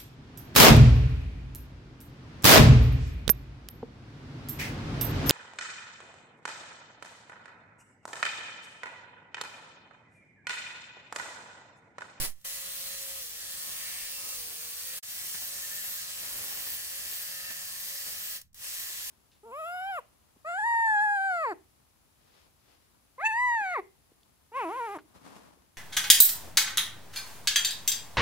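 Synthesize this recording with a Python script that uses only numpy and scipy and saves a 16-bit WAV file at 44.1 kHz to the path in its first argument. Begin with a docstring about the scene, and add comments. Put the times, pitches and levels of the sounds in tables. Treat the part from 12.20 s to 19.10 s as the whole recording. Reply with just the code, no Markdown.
"""A gust bumps the two-port microphone as a battery tool shoves a steel rod and blade through a coarse ice crust.
From a quarter second on, about 181 blows a second crush puffs of ice grains and ring the rod, amid squeals.
The motor hums and bogs down near 1.1 and 2.2 s; a thin whine comes in spells; chunks crack loose from 2 s onward.
Everything drops out briefly near 2.8 s, then a second long push grinds on until 6.2 s.
The blade ticks on the paving as it lifts and lands, and a last short push ends the scene over outdoor rumble."""
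import sys
import numpy as np
from scipy import signal
from scipy.fft import rfft, irfft
from scipy.io import wavfile
from scipy.ndimage import uniform_filter1d, map_coordinates

SR = 44100
rng = np.random.default_rng(int(sys.argv[2]) if len(sys.argv) > 2 else 0)


def dump_mix(stems):
    """Bounce the given channels to the path in sys.argv[1] as a 16-bit WAV at rate SR."""
    frames = np.atleast_2d(stems).T  # one column per channel
    limited = np.clip(frames, -1, 1)  # hard clip at full scale
    pcm = np.round(limited * 32767).astype(np.int16)
    wavfile.write(sys.argv[1], SR, pcm)


N = 304290
TIME = np.arange(N) / SR  # seconds
FREQ = np.maximum(np.arange(N // 2 + 1) * SR / N, 1)  # Hz
FULL_HZ = 181.1  # blows per second at full speed
TOP_HZ = 15850  # upper edge of the sound


# how hard the blade cuts, reference level of the fine ice: [start_s, level_db]
CUT = [(0.32, -39.5), (0.48, -41.5), (0.7, -40.5), (1.0, -41.5), (1.12, -44), (1.22, -42), (1.45, -40.5),
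       (1.75, -40), (1.97, -41.5), (2.11, -40), (2.28, -42.5), (2.52, -42.5), (2.68, -41), (2.93, -40),
       (3.25, -40), (3.69, -40), (3.9, -40.5), (4.1, -40), (4.35, -40.5), (4.52, -40), (4.65, -40.8),
       (4.93, -39.3), (5.17, -41.5), (5.5, -41.2), (5.7, -40.5), (5.92, -40.2), (6.05, -40.5), (6.15, -41),
       (6.48, -40.2), (6.6, -39.5), (6.7, -41), (6.86, -40.5)]
# level of the low crunch over time, before its trim: [start_s, level_db]
CRUNCH_LEVEL = [(0.28, -69.5), (0.36, -72), (0.84, -65.5), (1.1, -75), (1.35, -69), (1.68, -66.5),
                (1.92, -70.5), (2.03, -65.5), (2.4, -67), (2.65, -72.5), (2.76, -67.5), (2.93, -72.5),
                (3.12, -72), (3.23, -67.5), (3.33, -70), (3.45, -66), (3.56, -71), (3.69, -69), (3.9, -74),
                (4.1, -65), (4.22, -61.5), (4.34, -61.5), (4.45, -63), (4.62, -71), (4.8, -67), (5.05, -74),
                (5.15, -82), (5.36, -73), (5.48, -79), (5.68, -69), (5.79, -83.5), (5.87, -67),
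                (6.05, -67.5), (6.15, -73), (6.48, -70), (6.86, -76)]
# finest sizzling powder, relative to the cut and before its trim: [start_s, level_db]
POWDER = [(.3, -1.5), (.8, -2.5), (1.12, -0.5), (1.37, -6), (1.43, 0), (1.53, -3), (1.8, -5), (2.0, -3),
          (2.09, 1), (2.19, -1), (2.4, -.5), (2.95, 0), (3.25, 1.5), (3.55, -4), (3.68, 2), (3.83, -3),
          (4.0, -2.5), (4.12, 1), (4.3, 2.5), (4.47, 3), (4.6, -0.5), (4.85, -.5), (5.0, 1), (5.2, -1.5),
          (5.55, -.5), (5.95, 1.5), (6.15, 1), (6.6, -1), (6.86, 0)]
# rasp of the larger grains, relative to the cut: [start_s, level_db]
CHIPS = [(.3, -12), (.9, -13.5), (1.4, -14), (1.68, -12), (2.1, -12), (2.65, -10.5), (2.95, -13),
         (3.9, -12), (4.37, -7.5), (4.7, -10.5), (5.3, -11.5), (5.6, -12), (6.15, -10), (6.8, -9.5)]
# spectra of the four grain sizes, relative levels: [pitch_hz, level_db]
SPRAY_SPECTRUM = [(300, -23), (550, -18.5), (900, -14.5), (1500, -10.5), (2500, -6.5), (3700, -1.5),
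                  (4500, 1), (5400, 0.5), (7000, 0.5), (8200, 1), (10500, 0), (13000, -0.5), (16000, -12.5)]
SIZZLE_SPECTRUM = [(6000, -26), (10000, 1.5), (12000, 7.5), (14000, 11), (15500, 12), (17000, -25)]
RASP_SPECTRUM = [(500, -17.5), (1400, -9), (2300, -2), (3100, 3), (3900, -7.5), (6000, -16)]
CRUNCH_SPECTRUM = [(50, 1), (130, 0), (300, 0), (600, 0.5), (1100, -3.5), (2000, -6.5), (5000, -37)]
SPRAY_TRIM_DB, SIZZLE_TRIM_DB, CRUNCH_TRIM_DB = 1.41, -2, 5.5
CRUST_DB, CRUST_END_S = -44.5, 0.2  # the opening shove goes through a coarse crust


def ice(flow):
    """Crushed ice: fractures of every size, from coarse crumbs and gritty chips to sizzling powder."""
    cut_db, = curves(CUT)
    crunch_level_db, = curves(CRUNCH_LEVEL)
    powder_db, = curves(POWDER)
    chips_db, = curves(CHIPS)

    fine = treble_swells(grains(flow, scatter_db=0.63), depth_db=1.21, rate=11, count=32)
    spray = colour(ripple(fine), SPRAY_SPECTRUM) * undb(SPRAY_TRIM_DB)

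    finest = treble_swells(grains(flow, scatter_db=2.5), depth_db=3.0, rate=14, count=24)
    sizzle = colour(finest, SIZZLE_SPECTRUM) * undb(SIZZLE_TRIM_DB + powder_db)

    # larger chips follow the blows less sharply
    chips = grains(np.sqrt(flow), scatter_db=1.7, count=30)
    rasp = colour(chips, RASP_SPECTRUM) * undb(chips_db)

    coarse = grains(flow, scatter_db=2.0, count=60)
    crust = resonate(coarse, [(880, 3700, 0)]) * undb(CRUST_DB) * (TIME < CRUST_END_S)
    crunch_db = crunch_level_db + CRUNCH_TRIM_DB + 2.3 * walk(12)
    crunch = colour(coarse, CRUNCH_SPECTRUM) * undb(crunch_db)
    return (spray + sizzle + rasp) * undb(cut_db) + crust + crunch


# resonances of the rod, relative levels: [pitch_hz, width_hz, level_db]
ROD_MODES = [(1641, 48, -3), (1718, 57, -1.5), (1797, 61, -1), (1965, 65, -3.5)]
# how freely the rod rings: [start_s, grinding_db, tenth_harmonic_db, eleventh_harmonic_db]
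RING = [(.28, -61, -56, -56), (.38, -59, -66, -57), (.55, -62, -69, -66), (.75, -62, -57.5, -60),
        (1.0, -65, -81, -64), (1.1, -73, -73, -68), (1.21, -60, -68, -57), (1.34, -59, -62, -72),
        (1.52, -63, -58, -68), (1.67, -56, -53, -57), (1.9, -62, -57, -65), (2.0, -68, -67, -69),
        (2.5, -77, -75, -66), (2.62, -82, -75, -60), (2.72, -61, -62, -52.5), (2.8, -55.5, -71, -74),
        (2.95, -59.5, -70, -56), (3.12, -60, -64, -63), (3.32, -60, -65, -72), (3.45, -56, -68, -65),
        (3.6, -54, -65, -60), (3.68, -56, -56, -61), (3.95, -58, -67, -67), (4.12, -56.5, -60.5, -67),
        (4.65, -56.5, -59, -64), (4.92, -53.5, -59, -66), (5.12, -57, -55, -58), (5.31, -52.5, -49, -64),
        (5.45, -58, -57.5, -66), (5.65, -56.5, -58, -60), (5.75, -53.5, -60, -65), (5.92, -54.5, -62, -66),
        (6.15, -53.5, -69, -71), (6.48, -57.5, -65, -61), (6.67, -54.5, -53, -58.5),
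        (6.86, -57, -67.5, -64)]
# spells in which the rod also sings on the 15th harmonic: [start_s, end_s, level_db]
OVERTONES = [(.72, 1.04, -60), (1.54, 2.2, -55), (5.05, 5.38, -53)]
FLUTTER_DB, FLUTTER_PER_S = 0.5, 18  # uneven ringing as the blade catches and slips


def rod(turns, flow):
    """Grinding rings the rod broadly; harmonics of the blows that meet its resonances sing as clear tones."""
    grind_db, tenth_db, eleventh_db = curves(RING)
    grinding = resonate(grains(flow, scatter_db=-3.5), ROD_MODES) * undb(grind_db)
    singing = sum(tones(turns, [(multiple, 0)], waver_db=0.5, stray=0.3) * undb(db)
                  for multiple, db in [(10, tenth_db), (11, eleventh_db)])
    overtone = tones(turns, [(15, 0)], waver_db=3.0, stray=0.23) * spells(OVERTONES)
    return (grinding + singing + overtone) * undb(FLUTTER_DB * walk(FLUTTER_PER_S))


# the blade catches and the rod flares: [middle_s, length_s, pitch_hz, level_db]
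FLARES = [(3.163, 0.074, 1770, -51), (3.376, 0.055, 1820, -52), (3.445, 0.081, 1805, -46.5),
          (3.528, 0.067, 1798, -48.5), (3.587, 0.065, 1805, -48), (3.655, 0.057, 1810, -53.5),
          (3.603, .06, 1720, -50), (3.794, 0.059, 1630, -53), (5.18, 0.055, 1810, -53)]


def flares():
    """The blade catches for a moment and one resonance of the rod flares up."""
    wobble = 0.29 * walk(100)  # radians, shared by all flares
    total = 0
    for middle, length, hz, db in FLARES:
        tone = np.sqrt(2) * np.sin(2 * np.pi * (hz * TIME + rng.random()) + wobble)
        total = total + tone * bump(middle, length) * undb(db)
    return ports(total)


# narrow squeals and broad swells of rasp or hiss; a row that ends before it starts is silent:
# [start_s, end_s, pitch_hz, width_hz, level_db]
SQUEALS = [(-.05, 0.175, 10340, 140, -42), (-.05, .26, 12800, 54, -46), (.35, 1.65, 3440, 330, -56.5),
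           (.25, 1.1, 4100, 420, -55.5), (.25, 1.1, 14600, 1500, -53), (1.253, 2.75, 15100, 600, -47),
           (1.25, 2.802, 8840, 220, -52), (1.29, 2.75, 4560, 200, -55), (1.455, 2.01, 3000, 1500, -53.5),
           (1.55, 1.94, 2280, 500, -54), (1.998, 2.2, 1050, 800, -59), (2.03, 2.6, 6400, 200, -54),
           (3.5, 3.28, 11000, 400, -45), (3.455, 3.8, 12300, 870, -45), (3.973, 4.52, 900, 1600, -58),
           (4.07, 4.52, 11850, 220, -48), (5.0, 6.25, 4720, 220, -54.5)]


def squeals(flow):
    """Squeals and broad swells of friction noise, often overlapping, each band-passed from the same grains."""
    friction = grains(flow, scatter_db=1.0)
    return sum(resonate(friction, [(hz, width, 0)]) * swell(start, end) * undb(db)
               for start, end, hz, width, db in SQUEALS)


# lines of the tool's buzz, relative levels: [multiple_of_blow_rate, level_db]
BUZZ_LINES = [(.4, -11.5), (.6, -15), (1, -10), (3.43, -11), (4, -10), (5, -13.5), (8, -7.5), (9, -4.5),
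              (12, -2), (13, -17), (14, -4.5), (15, 1), (16, -11), (17, 0.5), (18, -24)]
# levels of the hum at full speed: [start_s, third_harmonic_db, sixth_harmonic_db, seventh_harmonic_db, buzz_db]
HUM = [(.28, -64, -68, -70, -56), (.42, -62, -64, -70, -56), (.56, -64, -68, -68, -58),
       (.72, -59, -69, -66, -55.5), (.83, -59, -73, -78, -59.5), (.99, -58.5, -69, -66, -58.5),
       (1.08, -68.5, -84, -78, -56), (1.3, -65.5, -72, -68, -57.5), (1.6, -67, -62.5, -68, -58.5),
       (1.8, -71, -73, -79, -55.5), (1.95, -65.5, -64.5, -69.5, -62), (2.13, -61, -73, -57, -63),
       (2.19, -63.5, -80, -69, -61), (2.45, -66.5, -79, -71, -56), (2.76, -64.5, -76, -68, -56.5),
       (2.93, -79, -72, -75, -57.5), (3.2, -73, -71, -72, -57), (3.37, -66, -71, -70, -57),
       (3.55, -71, -74, -69, -55), (3.95, -67.5, -71, -64.5, -56), (4.2, -70, -70, -73, -58.5),
       (4.95, -67.5, -68.5, -73, -57), (5.22, -66, -73, -60.5, -54.5), (5.55, -74, -65.5, -73, -55.5),
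       (5.72, -64, -70.5, -70, -58), (5.9, -70.5, -70, -69, -56.5), (6.12, -67, -70, -66, -58.5),
       (6.48, -73, -72, -70, -60), (6.86, -71.5, -66, -74, -61)]
BUZZ_POWER = 5.5  # how steeply the buzz amplitude falls with motor speed
ROUGH_DB, ROUGH_PER_S = 1.5, 120  # no two blows are equally hard


def motor(turns, speed):
    """Buzz of the mechanism and drone of the housing, as lines locked to the blows."""
    third_db, sixth_db, seventh_db, buzz_db = curves(HUM)
    # the mechanism hammers much more softly when the motor bogs down
    buzz = tones(turns, BUZZ_LINES, waver_db=1.8, stray=0.24) * undb(buzz_db) * speed ** BUZZ_POWER
    drone = sum(tones(turns, [(multiple, 0)], waver_db=1.3, stray=0.19) * undb(db)
                for multiple, db in [(3, third_db), (6, sixth_db), (7, seventh_db)])
    return (buzz + drone) * undb(ROUGH_DB * walk(ROUGH_PER_S))


# spells of a thin steady whine: [start_s, end_s, level_db]
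WHINES = [(.2, 1.04, -51.5), (1.22, 2.2, -54.5), (3.95, 4.853, -50)]
WHINE_HZ, WHINE_WIDTH_HZ = 9936, 24


def whine():
    """A thin steady whine near 9.9 kHz that comes in spells, made of noise through one narrow resonance."""
    return resonate(hiss(), [(WHINE_HZ, WHINE_WIDTH_HZ, 0)]) * spells(WHINES)


# the motor bogs down under load: [start_s, blow_rate_lost_hz]
SAG = [(.99, 0), (1.06, 20.5), (1.13, 25), (1.2, 8), (1.26, 0), (2.14, 0), (2.21, 19), (2.27, 24),
       (2.48, 23), (2.6, 15), (2.7, 11), (2.78, 3), (2.84, 0), (6.25, 0), (6.38, 10), (6.46, 3), (6.53, 0),
       (6.83, 0.5), (6.9, 12.5)]


def blow_rate():
    """Load on the motor pulls the blow rate below full speed; gives blows per second."""
    lost_hz, = curves(SAG)
    return FULL_HZ - lost_hz


PUFF_SIZE = 0.62  # extra flow at each blow, relative to the steady grinding
PUFF_RISE_CYCLES, PUFF_FALL_CYCLES = 0.035, 0.075


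def grain_flow(turns):
    """Each blow throws a short puff of grains on top of the steady grinding."""
    falling = np.exp(-(turns % 1) / PUFF_FALL_CYCLES)
    rising = np.exp(-(-turns % 1) / PUFF_RISE_CYCLES)
    return (1 + PUFF_SIZE * np.maximum(falling, rising)) * undb(0.36 * walk(70))


# pushes of the blade into the ice: [start_s, end_s, attack_s, first_touch_db, held_db]
PUSHES = [(-.02, 0.057, .01, 0, 3.5), (.15, 0.26, 0.12, -29.5, -27), (.244, 2.829, 0.0064, -11, 0),
          (2.815, 6.168, 0.11, -7.5, 0), (6.344, 6.907, 0.1, -19.5, 0)]
RELEASE_DB_PER_S = 354


def pushes():
    """Each push swells from a touch, holds and dies away steadily; gives the pressure on the ice."""
    press = 0
    for start, end, attack, touch_db, held_db in PUSHES:
        attack_db = np.interp(TIME - start, [0, attack], [touch_db, held_db])
        release_db = RELEASE_DB_PER_S * np.maximum(TIME - end, 0)
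        press = np.maximum(press, undb(attack_db - release_db) * (TIME >= start))
    return press


# the bare blade touches the paving as it lifts and lands, before the fade: [start_s, level_db]
TICKS = [(0.213, -52), (6.214, -37.5), (6.33, -56.5), (6.344, -42.5)]
TICK_DECAY_S = 0.0037


def ticks():
    """Short bright clicks of steel on stone."""
    click = colour(hiss(), [(500, -8), (2000, -8), (6000, 5), (15000, 3.0)])
    return click * hits(TICKS, TICK_DECAY_S)


# chunks breaking off, before the fade: [start_s, level_db]
KNOCKS = [(2.049, -56), (3.143, -36), (3.218, -39), (3.645, -47), (4.029, -43), (4.11, -46), (4.315, -41.5),
          (4.372, -43), (4.464, -42.5), (5.3, -42)]
# dull bumps through the ground, before the fade: [start_s, level_db]
BUMPS = [(1.82, -57), (2.02, -64), (2.18, -56), (3.49, -66), (3.68, -61), (4.11, -59.5)]
KNOCK_DECAY_S, BUMP_DECAY_S = 0.013, 0.04


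def knocks():
    """Chunks of ice crack off in grainy bursts, and heavier shoves thud through the ground."""
    crack = colour(grains(1, scatter_db=3.5), [(120, 0.0), (500, -4), (1800, -0.5), (4000, -0.5), (12000, -11.0)])
    thud = colour(hiss(), [(30, 1), (55, -9), (130, -15), (400, -24), (2000, -63)])
    return crack * hits(KNOCKS, KNOCK_DECAY_S) + thud * hits(BUMPS, BUMP_DECAY_S)


# spectrum of the outdoor rumble, relative levels: [pitch_hz, level_db]
YARD_SPECTRUM = [(15, 3.5), (40, -9.5), (72, 4), (120, -5), (200, -9.5), (400, -30.5), (1500, -31.5),
                 (16000, -48)]
# gust and thump levels come before the port gains and the bass cut
GUST_DB, GUST_HOLD_S, GUST_FALL_DB_PER_S = -40, 0.02, 283
THUMP_DB, THUMP_PEAK_S, THUMP_LENGTH_S, BASS_CUT_HZ = -27, 0.034, 0.14, 1.85


def air():
    """Steady outdoor rumble, and one gust whose turbulence and pressure mostly buffet the right port."""
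    yard = colour(hiss(), YARD_SPECTRUM) * undb(-68.0)
    buffet = colour(rng.standard_normal((2, N)),
                    [(20, -3), (35, -6.0), (70, -13), (130, -9.0), (400, -24), (2000, -64)])
    gust = undb(GUST_DB - GUST_FALL_DB_PER_S * np.maximum(TIME - GUST_HOLD_S, 0))
    # the puff's pressure swings slowly back through the microphone's bass cut
    puff = bump(THUMP_PEAK_S, THUMP_LENGTH_S) * undb(THUMP_DB)
    swing = irfft(rfft(puff) * (FREQ / (FREQ - 1j * BASS_CUT_HZ)) ** 2, N)
    port_gains = undb(np.array([[-13], [1.5]]))  # left, right
    return yard + (buffet * gust + swing) * port_gains


DROPOUT_S, DROPOUT_DB_PER_S = 2.786, 2000.5
RETURN_START_S, RETURN_S = 2.826, 0.0095


def dropout():
    """The whole sound fades out fast and comes straight back."""
    fall = undb(-DROPOUT_DB_PER_S * np.maximum(TIME - DROPOUT_S, 0))
    comeback = np.clip((TIME - RETURN_START_S) / RETURN_S, 0.001, 1)
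    return np.maximum(fall, comeback)


# share of the sound that arrives directly: [pitch_hz, power_share_0_to_1]
DIRECT_SHARE = [(100, 0.6), (300, 0.03), (600, 0.26), (1200, 0.49), (1900, 0.25), (3000, 0.52), (6000, 0.3),
                (15000, 0.14)]


def grains(flow, scatter_db, count=10):
    """Dense tiny fractures of uneven size, heard directly and scattered off the ground and walls."""
    # each random size lasts for count samples
    sizes = np.minimum(rng.exponential(size=N // count + 1), 6)
    strength = flow * undb(scatter_db * np.repeat(sizes, count)[:N])
    direct = ports(strength * rng.standard_normal(N))
    scattered = strength * rng.standard_normal((2, N))
    share = np.clip(across(DIRECT_SHARE), 0, 1)
    return irfft(rfft(direct) * np.sqrt(share) + rfft(scattered) * np.sqrt(1 - share), N)


def hiss():
    """Smooth noise from the direction of the tool."""
    return grains(1, 0)


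def tones(turns, orders, waver_db, stray):
    """Lines locked to the blows; each wavers as the grip and the reflections change."""
    direct, reflected = 0, 0
    for multiple, db in orders:
        phase = 2 * np.pi * (multiple * turns + rng.random())
        line = undb(db + waver_db * walk(14)) * np.exp(1j * phase)
        direct = direct + line.real
        reflected = reflected + (line * (walk(17.0) + 1j * walk(5.6))).imag
    # reflections reach the two ports in opposite polarity
    return unit(ports(direct) + stray * reflected * np.array([[1], [-1]]))


def treble_swells(x, depth_db, rate, count):
    """Regions of the spectrum, most of them treble, swell and sink at random, each on its own."""
    spectrum = rfft(x)
    centres = np.linspace(0, TOP_HZ, count)
    total = 0
    for row in np.eye(count):
        band = np.interp(FREQ, centres, row)
        total = total + irfft(spectrum * band, N) * undb(depth_db * walk(rate))
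    return unit(total)


RIPPLE_DB, RIPPLE_WIDTH_HZ = 1.0, 55


def ripple(x):
    """Small random peaks and dips, fixed in time, roughen the spectrum."""
    gains_db = RIPPLE_DB * rng.standard_normal(size=1000)
    ripple_db = np.interp(FREQ / RIPPLE_WIDTH_HZ, np.arange(len(gains_db)), gains_db)
    return irfft(rfft(x) * undb(ripple_db), N)


# lag of the left microphone port behind the right: [start_s, lag_samples]
PORT_LAG = [(0, 4.64), (2.8, 4.76), (2.83, 5.7), (6.9, 6.3)]


def ports(x):
    """The direct sound reaches the right port first."""
    lag, = curves(PORT_LAG)
    left = map_coordinates(x, [np.arange(N) - lag], order=3, mode="nearest")
    return np.array([left, x])


def colour(x, points):
    """Filter by a spectrum that falls away below its first point, then scale to rms 1."""
    bass_fall = 1 + (points[0][0] / FREQ / 2) ** 2
    return unit(irfft(rfft(x) * undb(across(points)) / bass_fall, N))


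def resonate(x, modes):
    """Ring a set of resonances with alternating polarity, then scale to rms 1."""
    response = 0
    for k, (hz, width, db) in enumerate(modes):
        detune = hz / width * (FREQ / hz - hz / FREQ)
        response = response + undb(db) / (1 + 1j * detune) * (-1) ** k
    return unit(irfft(rfft(x) * response, N))


def walk(rate):
    """Random levels held 1 / rate s and slewed; spread 1."""
    size = max(int(SR / rate), 2)
    steps = np.repeat(rng.standard_normal(N // size + 1), size)
    return unit(uniform_filter1d(steps, size)[:N])


def fade(start, decay):
    """A quick rise and an exponential fall."""
    age = np.maximum(TIME - start, 0)
    return (1 - np.exp(-age / (decay / 10))) * np.exp(-age / decay)


def hits(rows, decay):
    """Sum of fades, one per strike in a table."""
    return sum(undb(db) * fade(start, decay) for start, db in rows)


SWELL_S = 0.059  # rise and fall time


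def swell(start, end):
    """Rise, hold and fall."""
    return np.clip(np.minimum(TIME - start, end - TIME) / SWELL_S, 0, 1)


def spells(rows):
    """Sum of swells, one per spell in a table."""
    return sum(swell(start, end) * undb(db) for start, end, db in rows)


def bump(middle, length):
    """One smooth raised-cosine hump."""
    return np.cos(np.pi * np.clip((TIME - middle) / length, -0.5, 0.5)) ** 2


def curves(rows):
    """Each column of a table, joined by straight lines in time."""
    s, *columns = np.transpose(rows)
    return [np.interp(TIME, s, column) for column in columns]


def across(points):
    """Points joined on a log-frequency axis."""
    hz, value = np.transpose(points)
    return np.interp(np.log(FREQ), np.log(hz), value)


def undb(db):
    """Decibels to gain."""
    return 10 ** (np.asarray(db) / 20)


def unit(x):
    """Scale to rms 1."""
    return x / np.sqrt(np.mean(x ** 2))


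def scene():
    """The blow rate times the tool; the pressure on the ice sets its level."""
    blow_hz = blow_rate()
    turns = np.cumsum(blow_hz * (1 + 0.001513 * walk(30))) / SR  # blows so far, slightly unsteady
    flow = grain_flow(turns)
    steel = rod(turns, flow) + flares() + squeals(flow)
    tool = ice(flow) + steel + motor(turns, blow_hz / FULL_HZ) + whine()
    return (tool * pushes() + ticks() + knocks() + air()) * dropout()


def record(dry):
    """The recorder cuts the top steeply."""
    lowpass = signal.ellip(12, 0.1, 80, TOP_HZ, fs=SR, output="sos")
    return signal.sosfilt(lowpass, dry)


dry = scene()
out = record(dry)
dump_mix(out)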